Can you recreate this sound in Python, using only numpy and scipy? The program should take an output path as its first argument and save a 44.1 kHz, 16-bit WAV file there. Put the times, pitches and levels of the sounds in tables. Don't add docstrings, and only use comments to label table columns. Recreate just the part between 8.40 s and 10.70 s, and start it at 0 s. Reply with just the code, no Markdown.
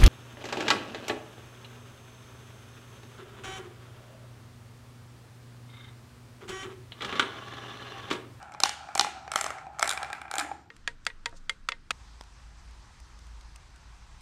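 import sys
import numpy as np
from scipy import signal
from scipy.fft import rfft, irfft
from scipy.io import wavfile

SR = 44100
rng = np.random.default_rng(int(sys.argv[2]) if len(sys.argv) > 2 else 0)


def to_wav(sig):
    pcm = np.clip(np.atleast_2d(sig), -1, 1) * 32767
    pcm = np.round(pcm).astype(np.int16)
    wavfile.write(sys.argv[1], SR, pcm.T)


N = 101429


def undb(db):
    return 10 ** (np.asarray(db) / 20)


def unit(x):
    return x / np.sqrt(np.mean(x ** 2) + 1e-20)


def fade(t, t60):
    return np.exp(-np.log(1000) * t / t60)


def band(x, lo_hz, hi_hz):
    return signal.sosfilt(signal.butter(3, [lo_hz, hi_hz], "band", fs=SR, output="sos"), x)


def colour(x, points):
    hz, db = np.array(points).T
    f = np.maximum(np.fft.rfftfreq(len(x), 1 / SR), 1)
    return irfft(rfft(x) * undb(np.interp(np.log(f), np.log(hz), db)), len(x))


# (frequency [Hz], relative level [dB])
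AIR_TONE = [(25, -35.5), (40, -24.5), (56, -5), (72, 6), (92, -9.5), (125, -1), (200, -11.5), (350, -11.5),
            (550, -26), (1200, -26), (3000, -35), (8000, -54.5), (13000, -44), (15000, -72)]


def air_rumble(level_db=-58):
    return undb(level_db) * unit(colour(rng.standard_normal(N), AIR_TONE))


# (frequency [Hz], level against the sound going in [dB], fade time [s])
ROOM_ECHO = [(202, -2, 0.91), (459, -12, 0.55), (800, -10, .43), (1497, -8.5, 0.43), (2780, -10, 0.45),
             (5500, -18.5, 0.73), (8500, -8.5, 0.32), (14000, -19.5, .3)]


def room(x, delay_s=0.0041, build_s=.012, early_db=-14, early_s=0.032):
    t = np.arange(SR * 3 // 4) / SR
    hz, db, t60 = np.array(ROOM_ECHO).T
    edges = np.geomspace(140, 17000, 15)
    build = 1 - np.exp(-np.maximum(t - delay_s, 0) / build_s)
    f = np.fft.rfftfreq(len(t), 1 / SR)
    spectrum = rfft(rng.standard_normal(len(t)))
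    tail = 0
    for lo, hi in zip(edges, edges[1:]):
        log_centre = np.log(lo * hi) / 2
        envelope = unit(build * fade(t, np.interp(log_centre, np.log(hz), t60)))
        noise = irfft(spectrum * ((f >= lo) & (f < hi)), len(t))
        tail += undb(np.interp(log_centre, np.log(hz), db)) * envelope * noise
    early = undb(early_db) * unit(rng.standard_normal(len(t)) * np.sqrt(t) * np.exp(-(t / early_s) ** 2))
    return signal.fftconvolve(x, (tail + early) / np.sqrt(len(t)))[:N]


def resonate(taps, peaks):
    out = 0
    for hz, width, db in peaks:
        b, a = signal.iirpeak(hz, hz / width / 1.17, fs=SR)
        out += undb(db) * unit(signal.lfilter(b, a, signal.lfilter(b, a, taps)))
    return unit(out)


# (time [s], low ring level [dB], middle ring level [dB])
ROLL_LEVELS = [(0, -50.5, -51), (.18, -52.5, -60), (.4, -51.5, -54), (0.492, -45.5, -49), (.54, -54.5, -55),
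               (.7, -45.5, -50.5), (.9, -51.5, -56), (1.08, -46, -45), (1.22, -51.5, -55),
               (1.275, -43, -62), (1.315, -54, -62.5), (1.345, -50, -54), (1.45, -54, -64),
               (1.6, -42.5, -46.5), (1.78, -54.5, -50), (1.88, -53.5, -61.5), (2.0, -44, -38),
               (2.11, -44.5, -69.5), (2.18, -63.5, -65), (2.3, -70, -81.5)]
# (pitch [Hz], rough width [Hz], relative level [dB])
LOW_RING = [(788.6, 112, 3.5), (706, 110, -11)]
MIDDLE_RING = [(1015, 54, 4), (1357, 196, 11.5), (1515, 350, 8), (2313, 410, 2)]
# (frequency [Hz], relative level [dB])
HISS_TONE = [(1500, -16), (2600, 4.5), (4500, -3.5), (7500, -6.5), (10000, -12.5), (13000, -21.5),
             (15000, -47)]


def rolling(taps_per_s=1200, spread_db=3, hiss_db=-10.5):
    t = np.arange(N) / SR
    times, low_db, middle_db = np.array(ROLL_LEVELS).T
    sizes = undb(spread_db * np.minimum(rng.exponential(size=N), 4))
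    taps = (rng.random(N) < taps_per_s / SR) * sizes * rng.choice([-1, 1], N)
    hiss = undb(hiss_db) * unit(colour(unit(taps) + rng.standard_normal(N), HISS_TONE))
    low = undb(np.interp(t, times, low_db)) * resonate(taps, LOW_RING)
    middle = undb(np.interp(t, times, middle_db)) * (resonate(taps, MIDDLE_RING) + hiss)
    return low + middle


# (time [s], pitch [Hz], level [dB], fade time [s])
DISH_BOOMS = [(1.986, 326, -33.5, 0.049), (2.025, 294, -37, 0.16), (2.112, 800, -24.5, 0.049)]


def dish_booms(swell_s=0.003):
    out = 0
    for start, hz, db, t60 in DISH_BOOMS:
        age = np.maximum(np.arange(N) / SR - start, 0)
        swell = 1 - np.exp(-age / swell_s)
        out += undb(db) * swell * fade(age, t60) * np.sin(2 * np.pi * hz * age)
    return out


BAND_BORDERS = [200, 1000, 2700, 6300, 16000]
# (level against the ring [dB], fade time [s])
KNOCK_CRACK = [(-17.5, .014), (-5.5, 0.013), (-4, 0.01), (-1.5, 0.011)]
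# (from [Hz], to [Hz])
CRACK_RANGES = [(350, 1030), (1000, 2300), (2700, 5580), (6000, 11400)]


def knock(levels_db, notes, clicks_db, attack_s=0.00036, lag_at_1khz_s=0.000325):
    t = np.arange(SR // 8) / SR
    hz, db, t60 = np.array(notes).T
    note_band = np.searchsorted(BAND_BORDERS, hz) - 1
    hz = hz * (1 + .018 * rng.standard_normal(len(hz)))
    gain = undb(db + 1.5 * rng.standard_normal(len(hz))) * rng.choice([-1, 1], len(hz))
    out = 0
    for k, (crack_db, crack_t60) in enumerate(KNOCK_CRACK):
        lo, hi = BAND_BORDERS[k:k + 2]
        lag_s = lag_at_1khz_s * 1000 / np.sqrt(lo * hi)
        age = np.maximum(t - lag_s, 0)
        rise = 1 - np.exp(-age / attack_s)
        in_band = note_band == k
        tones = np.sin(2 * np.pi * hz[in_band, None] * age) * fade(age, t60[in_band, None])
        ring = unit(rise * (gain[in_band] @ tones))
        burst = rng.standard_normal(len(t)) * rise * fade(age, crack_t60)
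        crack = undb(crack_db) * unit(band(burst, *CRACK_RANGES[k]))
        spike = signal.unit_impulse(len(t), np.argmax(age > 0)) * rng.choice([-1, 1])
        click = undb(clicks_db[k]) * unit(band(spike, *CRACK_RANGES[k]))
        out += undb(levels_db[k]) * unit(ring + crack + click)
    return out * np.sqrt(.008 * SR / len(t))


def knocks(hits, notes, clicks_db):
    out = np.zeros(N + SR)
    for start, *levels_db in hits:
        sound = knock(levels_db, notes, clicks_db)
        i = int(start * SR)
        out[i:i + len(sound)] += sound
    return out[:N]


# (time [s], low [dB], middle [dB], treble [dB], top [dB])
RAMP_HITS = [(0.0275, -46, -54, -55, -59), (0.1472, -46, -45, -58, -69), (0.2351, -25, -24, -17, -25),
             (0.2569, -30, -32, -36, -44), (0.2929, -39, -39, -34, -38), (0.4881, -48, -47, -61, -72),
             (0.5545, -29, -34, -41, -44), (0.5949, -24, -25, -18, -29), (0.6099, -28, -30, -27, -31),
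             (0.6459, -32, -31, -39, -46), (0.6673, -35, -39, -49, -55), (0.8781, -43, -43, -54, -63),
             (1.267, -42, -54, -68, -72)]
# (pitch [Hz], relative level [dB], fade time [s])
RAMP_NOTES = [(392, -15, 0.045), (798, 8, 0.035), (1120, 7.5, 0.012), (1419, 0, 0.017), (1930, -10, 0.0047),
              (2416, -5, 0.037), (2914, -2, 0.017), (4200, 6, 0.0079), (4990, 3, .011), (5683, 10, 0.0075),
              (6670, 5, 0.0097), (8200, 5, .008)]


def ramp(clicks_db):
    return knocks(RAMP_HITS, RAMP_NOTES, clicks_db)


# (time [s], low [dB], middle [dB], treble [dB], top [dB])
COLUMN_HITS = [(0.1203, -50, -50, -62, -59), (0.1386, -57, -58, -55, -64), (0.202, -39, -35, -34, -36),
               (0.5517, -43, -40, -36, -35), (0.5768, -38, -33, -35, -34), (0.9171, -40, -34, -38, -38),
               (0.9368, -48, -35, -45, -47), (0.9583, -30, -23, -28, -29), (0.976, -47, -37, -45, -46),
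               (0.9875, -48, -36, -46, -47), (1.0109, -35, -33, -35, -30), (1.042, -36, -34, -39, -39),
               (1.0605, -44, -36, -52, -50), (1.0638, -37, -33, -40, -42), (1.1044, -38, -34, -49, -47),
               (1.1837, -48, -43, -57, -68), (1.3866, -65, -42, -60, -60), (1.3942, -34, -34, -37, -39),
               (1.4101, -58, -37, -49, -55), (1.4215, -39, -39, -46, -47), (1.4266, -27, -20, -28, -29),
               (1.4435, -38, -36, -43, -43), (1.4565, -44, -34, -45, -44)]
# (pitch [Hz], relative level [dB], fade time [s])
COLUMN_NOTES = [(400, -20, 0.054), (656, 0.5, 0.027), (800, 1.5, 0.027), (1170, -5.5, .02),
                (1323, 3, 0.019), (2218, -5, 0.023), (3317, 1, 0.0094), (4160, -4.5, 0.016),
                (5345, -2, 0.021), (6180, 3.5, 0.01), (7520, -9, 0.01), (8570, -16.5, 0.011)]


def column(clicks_db):
    return knocks(COLUMN_HITS, COLUMN_NOTES, clicks_db)


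# (time [s], low [dB], middle [dB], treble [dB], top [dB])
DISH_HITS = [(1.476, -34, -35, -37, -33), (1.4928, -44, -37, -30, -29), (1.5036, -47, -32, -36, -37),
             (1.5116, -39, -32, -33, -34), (1.5245, -50, -36, -43, -43), (1.5335, -42, -40, -49, -43),
             (1.5749, -41, -32, -41, -48), (1.6202, -42, -43, -63, -65), (1.6298, -35, -34, -40, -45),
             (1.646, -48, -41, -52, -62), (1.7013, -40, -42, -55, -60), (1.7296, -37, -33, -42, -46),
             (1.7498, -47, -43, -58, -70), (1.8158, -45, -39, -52, -54), (1.8526, -47, -46, -75, -78),
             (1.8803, -52, -46, -64, -73), (1.9131, -42, -36, -42, -41), (1.9388, -34, -34, -43, -43),
             (1.9548, -39, -38, -48, -38), (1.966, -36, -38, -56, -59), (1.9828, -33, -36, -33, -31),
             (1.9927, -43, -31, -38, -39), (1.9979, -49, -41, -35, -35), (2.0102, -35, -33, -50, -46),
             (2.0474, -40, -45, -58, -64), (2.1144, -35, -46, -62, -65)]
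# (pitch [Hz], relative level [dB], fade time [s])
DISH_NOTES = [(335, -25.5, 0.13), (805, 6, 0.034), (1355, -2.5, 0.023), (1577, -6, 0.038), (2355, -7, 0.03),
              (3410, 5, 0.0093), (3910, 9, 0.0057), (5350, 1, 0.011), (7100, -6, 0.0051),
              (8330, -4, 0.0045), (9900, -12.5, 0.0044)]


def dish(clicks_db):
    return knocks(DISH_HITS, DISH_NOTES, clicks_db)


CLOSE_CLICKS = [-16, -12, -11.5, -10.5]
ROOM_CLICKS = [-7, 4, 9, 9]
ROOM_SHARES = [-1.5, 0, -1]


def scene():
    rumble = air_rumble()
    drumming = rolling() + dish_booms()
    parts = ramp, column, dish
    close_knocks = sum(part(CLOSE_CLICKS) for part in parts)
    room_knocks = sum(undb(db) * part(ROOM_CLICKS) for part, db in zip(parts, ROOM_SHARES))
    return (rumble + room(room_knocks + drumming) + drumming + close_knocks)[None]


def record(dry, top_hz=16500):
    shaped = colour(dry[0], [(9000, 0.5), (11000, -7), (13000, 0), (16000, 3.5)])
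    return signal.sosfilt(signal.ellip(10, .2, 90, top_hz, fs=SR, output="sos"), shaped)[None]


dry = scene()
out = record(dry)
to_wav(out)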